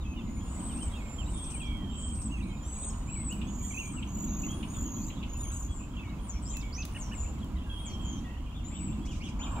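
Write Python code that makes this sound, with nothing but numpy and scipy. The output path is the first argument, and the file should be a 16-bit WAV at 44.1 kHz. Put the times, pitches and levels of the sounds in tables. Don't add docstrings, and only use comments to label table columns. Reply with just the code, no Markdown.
import sys
import numpy as np
from scipy import signal
from scipy.fft import rfft, irfft, next_fast_len
from scipy.io import wavfile
from scipy.ndimage import uniform_filter1d, map_coordinates

SR = 44100
rng = np.random.default_rng(int(sys.argv[2]) if len(sys.argv) > 2 else 0)


def to_linear_factor(level_db):
    exponent = np.asarray(level_db, float) / 20
    return 10 ** exponent


def transcribe(signal):
    frames = np.atleast_2d(signal).T
    limited = np.clip(frames, -1, 1)
    pcm = np.round(limited * 32767).astype(np.int16)
    wavfile.write(sys.argv[1], SR, pcm)


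N = 423360

# u/length, f/f_call, level/dB
SWELL_SHAPE = [(0, 1.01, -8), (1, .99, 0.5)]
# u/length, f/f_call, level/dB
FADE_SHAPE = [(0, 1.03, -2.5), (.3, 0.99, -3.5), (1, 1, -8.5)]
# u/length, f/f_call, level/dB
SLIDE_SHAPE = [(0, 0.99, -4), (.5, .93, -1.5), (1, .85, -8.5)]


def unit(x):
    return x / np.sqrt(np.mean(x ** 2) + 1e-20)


def along(points, f_hz):
    f, value = np.transpose(points)
    return np.interp(np.log(f_hz + 1), np.log(f + 1), value)


def wobble(rate_hz, size=N):
    knots = rng.standard_normal(int(size * rate_hz / SR) + 4)
    return map_coordinates(knots, [np.arange(size) * rate_hz / SR])


def filtered(x, response):
    m = next_fast_len(N + SR // 2)
    return irfft(rfft(x, m) * response(np.fft.rfftfreq(m, 1 / SR)), m)[..., :N]


def add(out, sound, t_s):
    part = out[:, round(t_s * SR):][:, :sound.shape[1]]
    part += sound[:, :part.shape[1]]


def rush(spectrum, patchy_db):
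    # f/Hz, correlation
    alike = [(60, .993), (150, .95), (350, .88), (1000, .73), (2500, .3), (8000, .1)]
    # f/Hz, level/dB
    lean = [(300, -0.5), (1100, -5), (3000, -4), (7000, -0.5), (13000, -4)]
    z = signal.stft(rng.standard_normal((2, N)), nperseg=512)[2]
    field = uniform_filter1d(rng.standard_normal(z.shape[1:]), size=5, axis=0)
    field = uniform_filter1d(field, size=12, axis=1)
    patchy = signal.istft(z * to_linear_factor(patchy_db * unit(field)), nperseg=512)[1][:, :N]
    shared, apart = rfft(patchy)
    f_hz = np.fft.rfftfreq(N, 1 / SR)
    side = np.array([[.5], [-.5]])
    turn = np.arccos(np.clip(along(alike, f_hz), 0, 1)) / 2
    gain = to_linear_factor(along(spectrum, f_hz) + side * along(lean, f_hz))
    lag = np.exp(-8j * np.pi * side * f_hz / SR)
    mix = shared * np.cos(turn) + 2 * side * apart * np.sin(turn)
    return unit(irfft(gain * lag * mix, N))


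def puffs(events, centre_hz, width_hz, rise_s, fall_s, order=3):
    out = np.zeros((2, N))
    t = np.arange(SR // 4) / SR
    envelope = (1 - np.exp(-t / rise_s)) * np.exp(-t / fall_s)
    for t_s, db in events:
        add(out, to_linear_factor(db) * envelope * rng.standard_normal((2, len(t))), t_s)

    def resonance(f):
        damping = 1j * f * width_hz
        return (damping / (centre_hz ** 2 - f * f + damping)) ** order

    return filtered(out, resonance)


def sung(*kinds):
    contours, pans_db = [], []
    for shape, calls in kinds:
        for t_s, length_s, hz, db, pan_db in calls:
            contours.append([(t_s + u * length_s, hz * bend, db + under) for u, bend, under in shape])
            pans_db.append(pan_db)
    return contours, pans_db


def voices(calls, pans_db, rate_hz, warble, fray, pulse, octave_db, wander=.007, spike=0):
    out = np.zeros((2, N))
    side = np.array([[.5], [-.5]])
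    for rows, pan_db in zip(calls, pans_db):
        t_s, hz, db = np.transpose(rows)
        t = np.arange(t_s[0], t_s[-1] + 0.012, 1 / SR)
        size = len(t)
        beat = 2 * np.pi * np.cumsum(rate_hz * (1 + .3 * wobble(30, size))) / SR
        grow = 0.54 + (t - t_s[0]) / (t[-1] - t_s[0])
        if spike:
            dip = .6 * grow ** 2 * to_linear_factor(3 * wobble(40, size)) * (np.exp(spike * (np.cos(beat) - 1)) - .27)
        else:
            dip = grow * to_linear_factor(2.5 * wobble(40, size)) * (np.cos(beat) + .5 * np.cos(2 * beat))
        bend = 1 - warble * dip + fray * wobble(500, size) + wander * wobble(28, size)
        pitch_hz = uniform_filter1d(np.interp(t, t_s, hz), size=200) * bend
        edge = np.clip(np.minimum(t - t[0], t[-1] - t) / .009, 0, 1)
        level = to_linear_factor(np.interp(t, t_s, db) + 1.7 * wobble(90.2, size))
        level = level * edge * (1 + pulse * np.sin(beat))
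        lead_rad = 1.75 * np.tanh(pan_db / 2.5) + rng.normal(0, .4)
        phase = 2 * np.pi * np.cumsum(pitch_hz) / SR + side * lead_rad
        overtone = to_linear_factor(octave_db - 9 * side) * np.sin(2 * phase)
        add(out, np.sqrt(2) * level * to_linear_factor(side * pan_db) * (np.sin(phase) + overtone), t_s[0])
    return out


def ground():
    # t/s, drone level/dB, air level/dB
    course = [(0.15, -40.5, -55.5), (0.63, -42.5, -50.5), (0.89, -41, -53), (1.6, -41.5, -54),
              (2.2, -42.5, -53.5), (2.5, -40, -54), (2.8, -42.5, -54.5), (3.4, -38.5, -53),
              (3.8, -42.5, -55), (4.4, -38, -54), (5.1, -41, -55), (5.76, -46.5, -55.5), (6.2, -43.5, -55),
              (7.2, -45, -55), (8.2, -43, -55), (8.7, -45.5, -54.5), (9.3, -43, -54)]
    # f/Hz, density/dB
    rumble_spectrum = [(12, -35), (20, -6.5), (62, 2), (150, -15), (200, -44), (330, -120)]
    # f/Hz, density/dB
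    air_spectrum = [(240, -26.5), (400, -3), (473, -4.5), (861, -5), (1000, -1), (1800, -17.5),
                    (2800, -15.5), (4300, -22.5), (6220, -24.5), (6920, -17.5), (8980, -29), (10300, -26.5),
                    (11300, -36.5), (13600, -28), (15600, -33.5)]
    # f/Hz, density/dB
    drone_spectrum = [(82, -15.5), (140, -3), (215, 1), (323, -7.5), (383, -18.5), (450, -36), (580, -70),
                      (990, -120)]
    # f/Hz, density/dB
    swell_spectrum = [(350, -21), (700, -3), (1050, 2.5), (1700, -14.5), (2300, -56)]
    t = np.arange(N) / SR
    t_s, *levels = np.transpose(course)
    drone_db, air_db = [np.interp(t, t_s, db) for db in levels]
    rumble = to_linear_factor(-37 + 0.38 * wobble(2.93)) * rush(rumble_spectrum, patchy_db=1.0)
    drone = to_linear_factor(drone_db + 1.7 * wobble(4)) * rush(drone_spectrum, patchy_db=1.5)
    air = to_linear_factor(air_db + 1.5 + 0.97 * wobble(3.2)) * rush(air_spectrum, patchy_db=0.37)
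    swell = np.clip((t - 9.3) / 0.28, 0, 1) * to_linear_factor(-42.5)
    return rumble + drone + air + swell * rush(swell_spectrum, patchy_db=2.0)


def engine(count=40):
    first_s, firings_hz = 3.67, 15.0
    firings = zip(first_s + np.arange(count) / firings_hz, rng.normal(-32.5, 2.8, count))
    mono = puffs(firings, 1060, 450, rise_s=.004, fall_s=.011).sum(0)
    return to_linear_factor(np.array([[-3], [1.5]])) * mono


def chatter(count=480):
    # u/length, f/f_call, level/dB
    vault_shape = [(0, .57, -7.5), (.4, 0.95, -3.5), (.55, 1, -2), (.7, .95, -2), (1, .72, -5.5)]
    # t/s, length/s, f/Hz, peak/dB, L-R/dB
    vault_calls = [
        (8.51, 0.098, 3650, -54, 9),
        (8.7, .13, 3110, -52.5, 3),
        (8.88, .105, 3660, -61, 4),
        (9.05, 0.083, 3310, -48.5, 1),
        (9.2, .09, 3345, -45.5, -3),
        (9.389, 0.083, 3404, -43.5, 3),
    ]
    # t/s, f/Hz, level/dB, length/s, glide ratio
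    spread, least = [N / SR, 1300, 8, .03, .4], [0, 2250, -73, .01, .78]
    rows = rng.random((count, 5)) * spread + least
    calls = [[(t_s, hz, db), (t_s + length_s, hz * glide, db + 7.5)] for t_s, hz, db, length_s, glide in rows]
    pans_db = rng.normal(-3, 5, count)
    notes = voices(calls, pans_db, 70, warble=.012, fray=.015, pulse=.4, octave_db=-40)
    vaults = sung((vault_shape, vault_calls))
    return notes + voices(*vaults, 70.05, warble=.02, fray=0.036, pulse=0.21, octave_db=-13)


def pips():
    # u/length, f/f_call, level/dB
    cut_shape = [(0, 1, -7), (.62, 0.91, -3), (1, 0.79, -14)]
    # u/length, f/f_call, level/dB
    land_shape = [(0, 1.25, 7), (.15, 1.04, -5.5), (.5, 1, -6.5), (1, .96, -9)]
    # u/length, f/f_call, level/dB
    arch_shape = [(0, .82, -4.5), (.45, 1, 2), (1, .8, -17)]
    # u/length, f/f_call, level/dB
    lift_shape = [(0, .88, -5), (.35, 1, 0), (1, 1, -4)]
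    # u/length, f/f_call, level/dB
    snap_shape = [(0, .76, 3), (.25, .94, 0), (.5, 1, -3), (.75, .92, 1.5), (1, .72, -9)]
    # u/length, f/f_call, level/dB
    climb_shape = [(0, .62, -6), (.4, 0.83, -4), (.8, 0.95, 0), (1, 0.96, 0)]
    # t/s, length/s, f/Hz, peak/dB, L-R/dB
    slide_calls = [(.0, 0.047, 3980, -59, 2), (.16, 0.051, 3080, -50, -2.5), (.95, 0.05, 2900, -53, -6.2),
                   (1.535, .035, 2600, -52, -8), (1.77, .12, 2050, -64, -1),
                   (2.31, 0.074, 2975, -47.5, -6.6), (3.7, 0.031, 2440, -53, -12),
                   (4.73, .07, 3800, -60, 0), (7.41, .05, 3500, -58, 0), (7.89, .05, 4800, -60, 0)]
    # t/s, length/s, f/Hz, peak/dB, L-R/dB
    cut_calls = [
        (.685, 0.047, 3320, -51.5, 1),
        (1.18, 0.05, 3280, -47, -10.5),
        (3.962, .045, 2950, -46.5, -1.5),
    ]
    # t/s, length/s, f/Hz, peak/dB, L-R/dB
    land_calls = [
        (1.6, .16, 2317, -49, -6),
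        (2.405, .135, 2270, -55, -5),
        (3.15, 0.081, 2200, -51.5, -2),
        (5.965, 0.068, 2680, -46.5, -5),
        (7.855, .05, 2250, -56, 0),
    ]
    # t/s, length/s, f/Hz, peak/dB, L-R/dB
    arch_calls = [
        (3.07, 0.072, 2680, -54, -6),
        (3.289, 0.079, 2960, -49.5, 1),
        (3.73, 0.047, 2630, -47, -7),
        (3.765, 0.072, 2876, -41.5, -5),
        (4.426, 0.045, 2840, -52, 3),
    ]
    # t/s, length/s, f/Hz, peak/dB, L-R/dB
    lift_calls = [
        (4.48, 0.066, 3260, -48, 1.2),
        (6.775, 0.046, 2590, -47, 0),
        (7.61, .09, 2800, -62, -6.7),
    ]
    # t/s, length/s, f/Hz, peak/dB, L-R/dB
    snap_calls = [
        (6.945, 0.031, 3030, -46.5, -1.5),
        (6.945, 0.03, 1940, -54.5, 0),
        (7.112, .037, 3000, -47.5, -1),
        (7.112, 0.038, 1870, -56, -11),
    ]
    # t/s, length/s, f/Hz, peak/dB, L-R/dB
    rising_calls = [
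        (0.041, 0.095, 2590, -56, 2),
        (.165, .03, 3600, -59.5, 1),
        (.91, 0.034, 3280, -53.5, -6),
        (5.679, 0.052, 3320, -57, 5),
        (6.46, 0.075, 3210, -59, -3),
    ]
    # t/s, length/s, f/Hz, peak/dB, L-R/dB
    dying_calls = [(.81, 0.037, 3135, -48, 10), (1.35, 0.153, 3300, -54, -7),
                   (1.35, 0.17, 3620, -62.5, -16), (3.84, 0.059, 2397, -46.5, -3.5),
                   (6.045, 0.093, 2210, -56.5, 0), (6.545, 0.069, 2635, -49.5, -6),
                   (6.62, 0.083, 2260, -54, -7), (7.66, 0.086, 1610, -58.5, -1.5),
                   (8.24, 0.11, 1925, -56.5, 1), (1.0, 0.14, 2210, -56, -6), (.26, .06, 2085, -62.5, 2)]
    # t/s, length/s, f/Hz, peak/dB, L-R/dB
    climb_calls = [
        (1.49, .11, 3300, -59, -8),
        (1.495, .03, 3200, -60, -6),
        (1.27, .02, 3100, -59, 0),
        (.76, .035, 2900, -57, 0),
        (1.64, .03, 6100, -63, 0),
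        (5.0, .045, 5000, -63, -8),
    ]
    low = sung((SLIDE_SHAPE, slide_calls), (cut_shape, cut_calls), (land_shape, land_calls),
               (arch_shape, arch_calls), (lift_shape, lift_calls), (snap_shape, snap_calls),
               (SWELL_SHAPE, rising_calls), (FADE_SHAPE, dying_calls), (climb_shape, climb_calls))
    return to_linear_factor(1.5) * voices(*low, 85, warble=.005, fray=.006, pulse=.4, octave_db=-36)


def rustle():
    # last beat t/s, period/s, level/dB
    bouts = [
        (0.839, 0.054, -59),
        (1.52, 0.065, -57),
        (2.232, .068, -58.5),
        (2.9, 0.1, -65),
    ]
    # t/s, peak/dB
    tick_events = [
        (1.772, -62),
        (3.3254, -49),
        (3.8544, -60),
        (6.5685, -43),
        (6.8518, -42),
        (7.3894, -65),
        (7.4444, -58),
    ]
    # t/s, peak/dB
    chuck_events = [
        (2.9317, -55),
        (3.4116, -40),
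        (4.0217, -40),
        (4.6264, -39),
        (4.7411, -51),
        (5.0985, -46.5),
        (5.226, -38.5),
        (5.501, -54),
    ]
    # t/s, peak/dB
    cluck_events = [
        (2.93, -57),
        (3.93, -55),
        (4.76, -51.5),
        (5.5, -51.5),
    ]
    beats = [(last_s - .018 - k * period_s, db - 3.1 * k) for last_s, period_s, db in bouts for k in range(6)]
    wings = puffs(beats, 6400, 4500, rise_s=0.0041, fall_s=0.019)
    shake_events = [(9.05, -40), (9.11, -37), (9.15, -41), (9.23, -40), (9.28, -42)]  # t/s, peak/dB
    shakes = puffs(shake_events, 6100, 5400, rise_s=0.0088, fall_s=0.025, order=5) * to_linear_factor(4 * wobble(60))
    ticks = puffs(tick_events, 5260, 18010, rise_s=0.00029, fall_s=0.003, order=1)
    chucks = puffs(chuck_events, 2800, 2000, rise_s=.008, fall_s=.009, order=6)
    clucks = puffs(cluck_events, 1287, 520, rise_s=0.0099, fall_s=0.023)
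    return to_linear_factor(19) * wings + shakes + to_linear_factor(9.5) * ticks + to_linear_factor(22.5) * chucks + to_linear_factor(26.5) * clucks


def flock():
    # u/length, f/f_call, level/dB
    hook_shape = [(0, .86, -17), (.25, 0.975, -5.5), (.38, 0.97, -4), (.6, .995, -2.5), (.8, 1, -1.5),
                  (.96, 0.96, 0.5), (1, .84, -10.5)]
    # u/length, f/f_call, level/dB
    bow_shape = [(0, .87, -1.5), (.25, .95, -6.5), (.55, 0.98, -4.5), (.75, 0.98, -1), (1, 0.93, -9.5)]
    # u/length, f/f_call, level/dB
    level_shape = [(0, 0.95, -17), (.15, 0.99, -4.5), (.6, 1, 2.5), (1, 1, -2)]
    # u/length, f/f_call, level/dB
    sag_shape = [(0, 0.99, -1), (.2, 0.99, -2), (.4, 0.965, -4.5), (.8, .96, 2), (.88, .91, 4), (1, .9, 1)]
    # u/length, f/f_call, level/dB
    drop_shape = [(0, .86, -12), (.25, .94, -5), (.7, 1, -1.5), (.96, 1, 1), (1, 0.656, -14)]
    # u/length, f/f_call, level/dB
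    step_shape = [(0, .89, -11), (.22, .985, -7.5), (.5, .99, -5), (.7, 1, -2), (1, .99, -1)]
    # u/length, f/f_call, level/dB
    ramp_shape = [(0, .83, -11), (.4, .99, 0.5), (.62, 1, -2), (1, .98, -13)]
    # u/length, f/f_call, level/dB
    wilt_shape = [(0, 0.97, -3), (.3, 1, -0.5), (.7, 0.95, -3), (.85, .91, 0), (1, .82, 2)]
    # u/length, f/f_call, level/dB
    ebb_shape = [(0, 1.01, -1), (.5, 1, -2), (1, .975, 0)]
    # u/length, f/f_call, level/dB
    plunge_shape = [(0, .96, -24), (.15, 1, -13.5), (.4, 0.95, -9), (.52, .77, 3), (.68, .65, -6.5),
                    (1, .61, -16)]
    # u/length, f/f_call, level/dB
    settle_shape = [(0, 1.2, -13), (.17, 1.06, -7.5), (.5, 1.01, 0), (.75, 1, -3.5), (1, 1.01, -13)]
    # u/length, f/f_call, level/dB
    swoop_shape = [(0, .62, -7.5), (.28, .86, -2.5), (.62, 0.98, -4), (.85, .89, -3), (1, .42, -5)]
    # u/length, f/f_call, level/dB
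    roll_shape = [(0, .9, -10.5), (.1, .985, -8.5), (.36, 1.015, 0), (.48, .945, -4), (.62, .95, -2.5),
                  (.78, .985, 0), (1, 1, -4)]
    # u/length, f/f_call, level/dB
    drawl_shape = [(0, 1.03, 0), (.1, 1.02, -2), (.4, 1, -4.5), (1, .985, -6)]
    # t/s, length/s, f/Hz, peak/dB, L-R/dB
    hook_calls = [
        (0.454, 0.24, 8190, -50.5, 4),
        (0.521, 0.36, 8410, -45.5, -0.5),
        (1.221, 0.36, 8340, -44.5, 2.5),
        (1.419, .21, 8310, -48.5, 6),
        (1.888, .395, 8240, -44.5, -1.5),
        (3.059, 0.25, 8070, -42, 1),
    ]
    # t/s, length/s, f/Hz, peak/dB, L-R/dB
    bow_calls = [
        (8.639, .27, 7920, -48.5, 9.4),
        (9.39, 0.47, 7860, -48.5, 10),
        (.29, .12, 9500, -66, 1),
    ]
    # t/s, length/s, f/Hz, peak/dB, L-R/dB
    level_calls = [
        (0.191, .41, 6910, -58.5, 6),
    ]
    # t/s, length/s, f/Hz, peak/dB, L-R/dB
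    sag_calls = [
        (3.62, .38, 8500, -54, 5),
    ]
    # t/s, length/s, f/Hz, peak/dB, L-R/dB
    swell_calls = [
        (1.001, .241, 7281, -52.6, -6.1),
        (0.001, .131, 6601, -63.1, 4.1),
    ]
    # t/s, length/s, f/Hz, peak/dB, L-R/dB
    fade_calls = [
        (.43, 0.22, 8900, -63, 1),
        (5.37, 0.25, 9400, -56, 8),
        (5.95, 0.26, 6620, -70, 11),
        (6.6, .25, 7200, -60, 6),
    ]
    # t/s, length/s, f/Hz, peak/dB, L-R/dB
    drop_calls = [
        (2.617, 0.29, 8170, -43.5, 1.6),
    ]
    # t/s, length/s, f/Hz, peak/dB, L-R/dB
    step_calls = [
        (3.465, .285, 7170, -47, -9.5),
        (.9, .1, 6950, -63, 0),
        (2.47, .15, 7150, -59, 0),
        (3.07, .14, 4200, -67, -3),
        (7.665, .165, 9650, -63, 12),
        (9.07, .055, 7150, -60, 5),
        (9.23, .07, 8250, -66, 5),
    ]
    # t/s, length/s, f/Hz, peak/dB, L-R/dB
    ramp_calls = [
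        (2.629, 0.43, 7010, -51.5, -2.5),
    ]
    # t/s, length/s, f/Hz, peak/dB, L-R/dB
    wilt_calls = [
        (4.5, .28, 9370, -57.5, 4.3),
    ]
    # t/s, length/s, f/Hz, peak/dB, L-R/dB
    ebb_calls = [
        (2.652, 0.25, 9120, -60, 5),
        (2.352, .15, 8950, -66, 4),
        (2.8, .1, 6800, -52, -5),
        (2.3, .1, 6500, -64, 0),
    ]
    # t/s, length/s, f/Hz, peak/dB, L-R/dB
    plunge_calls = [
        (6.2, 0.19, 9140, -48, 5.1),
        (6.905, 0.2, 9080, -46.5, 5.6),
        (7.775, 0.18, 9130, -48.5, 6.8),
    ]
    # t/s, length/s, f/Hz, peak/dB, L-R/dB
    settle_calls = [
        (6.415, .185, 7080, -45, 6.9),
        (7.125, .175, 7020, -46, 8.6),
        (5.7, .15, 7210, -49, 4.1),
        (8.005, 0.14, 6850, -51.5, 10.7),
    ]
    # t/s, length/s, f/Hz, peak/dB, L-R/dB
    buzz_calls = [
        (5.51, 0.077, 7840, -50, 2),
        (1.96, 0.15, 7200, -51.5, 1),
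        (1.27, 0.1036, 7300, -57, -0.5),
    ]
    # t/s, length/s, f/Hz, peak/dB, L-R/dB
    sink_calls = [
        (8.085, .11, 6730, -56, 9.4),
    ]
    # t/s, length/s, f/Hz, peak/dB, L-R/dB
    swoop_calls = [
        (6.45, .18, 7260, -51, -9),
        (6.721, .115, 6760, -45, -6.5),
    ]
    # t/s, length/s, f/Hz, peak/dB, L-R/dB
    trill_calls = [
        (3.53, 0.35, 6800, -48, -1.5),
        (4.07, 0.45, 6964, -43.5, -2),
        (4.68, 0.41, 6994, -44, -1.5),
        (5.28, 0.39, 6924, -45, 1.5),
    ]
    # t/s, length/s, f/Hz, peak/dB, L-R/dB
    drawl_calls = [
        (1.61, 0.51, 3203, -50, -8),
        (7.69, 0.5, 3207, -50.5, -7.5),
    ]
    clear = sung((hook_shape, hook_calls), (bow_shape, bow_calls), (level_shape, level_calls),
                 (sag_shape, sag_calls), (SWELL_SHAPE, swell_calls), (FADE_SHAPE, fade_calls),
                 (drop_shape, drop_calls), (step_shape, step_calls), (ramp_shape, ramp_calls),
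                 (wilt_shape, wilt_calls), (ebb_shape, ebb_calls))
    rough = sung((plunge_shape, plunge_calls), (settle_shape, settle_calls),
                 (FADE_SHAPE, buzz_calls), (SLIDE_SHAPE, sink_calls))
    arcs, rolls = sung((swoop_shape, swoop_calls)), sung((roll_shape, trill_calls))
    long_low = sung((drawl_shape, drawl_calls))
    whistles = voices(*clear, 95, warble=.004, fray=.002, pulse=.2, octave_db=-38, wander=.007)
    swoops = voices(*arcs, 95, warble=.012, fray=.009, pulse=.4, octave_db=-38)
    trills = voices(*rolls, 52, warble=.07, fray=.011, pulse=.5, octave_db=-18, wander=.014, spike=3)
    buzzes = voices(*rough, 130, warble=.022, fray=.014, pulse=.6, octave_db=-38)
    drawls = voices(*long_low, 80, warble=.008, fray=.012, pulse=.5, octave_db=-36)
    return whistles + swoops + trills + buzzes + drawls


def wood(x, t60_s, piece=12288):
    out = np.zeros((2, N + SR))
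    t = np.arange(SR // 2) / SR
    decay = to_linear_factor(-60 * t / t60_s) + 0.3 * to_linear_factor(-60 * t / 1.03)
    onset = 1 - np.exp(-t / 0.0011)
    fade = np.hanning(2 * piece + 1)[:-1]
    x = np.pad(x.mean(0), (piece, 2 * piece))
    for start in range(0, N, piece):
        tail = rng.standard_normal((2, len(t))) * decay * onset
        stretch = (x[start:start + 2 * piece] * fade)[None]
        wet = signal.fftconvolve(stretch, tail / np.linalg.norm(tail[0]), axes=1)
        out[:, start:start + wet.shape[1]] += wet
    return out[:, piece:piece + N]


def scene():
    near, far, close = flock() + rustle(), chatter(), pips()
    echoes = wood(to_linear_factor(-1.5) * near + to_linear_factor(-1.0) * far + to_linear_factor(-5.5) * close, t60_s=0.26)
    return near + close + to_linear_factor(-2.5) * far + echoes + ground() + engine()


def masked(x, margin_db, fall_db, size=16):
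    z = signal.stft(x, nperseg=1024)[2]
    bands = z[:, :512].reshape(2, -1, size, z.shape[2])
    db = 10 * np.log10((abs(bands) ** 2).sum((0, 2)) + 1e-20)
    slope = fall_db * np.arange(len(db))[:, None]
    mask = np.maximum.accumulate(db[6:] + slope[6:]) - slope[6:] - margin_db
    keep = np.ones(db.shape)
    keep[6:] = db[6:] > mask
    z[:, :512] *= np.repeat(keep, size, axis=0)
    z[:, 367:] = 0
    return signal.istft(z, nperseg=1024)[1][:, :N]


def band_limit(x):
    return signal.sosfilt(signal.butter(12, 16470, fs=SR, output="sos"), x)


def record(dry):
    mix = masked(dry, margin_db=23, fall_db=2.8)
    return band_limit(mix)


dry = scene()
out = record(dry)
transcribe(out)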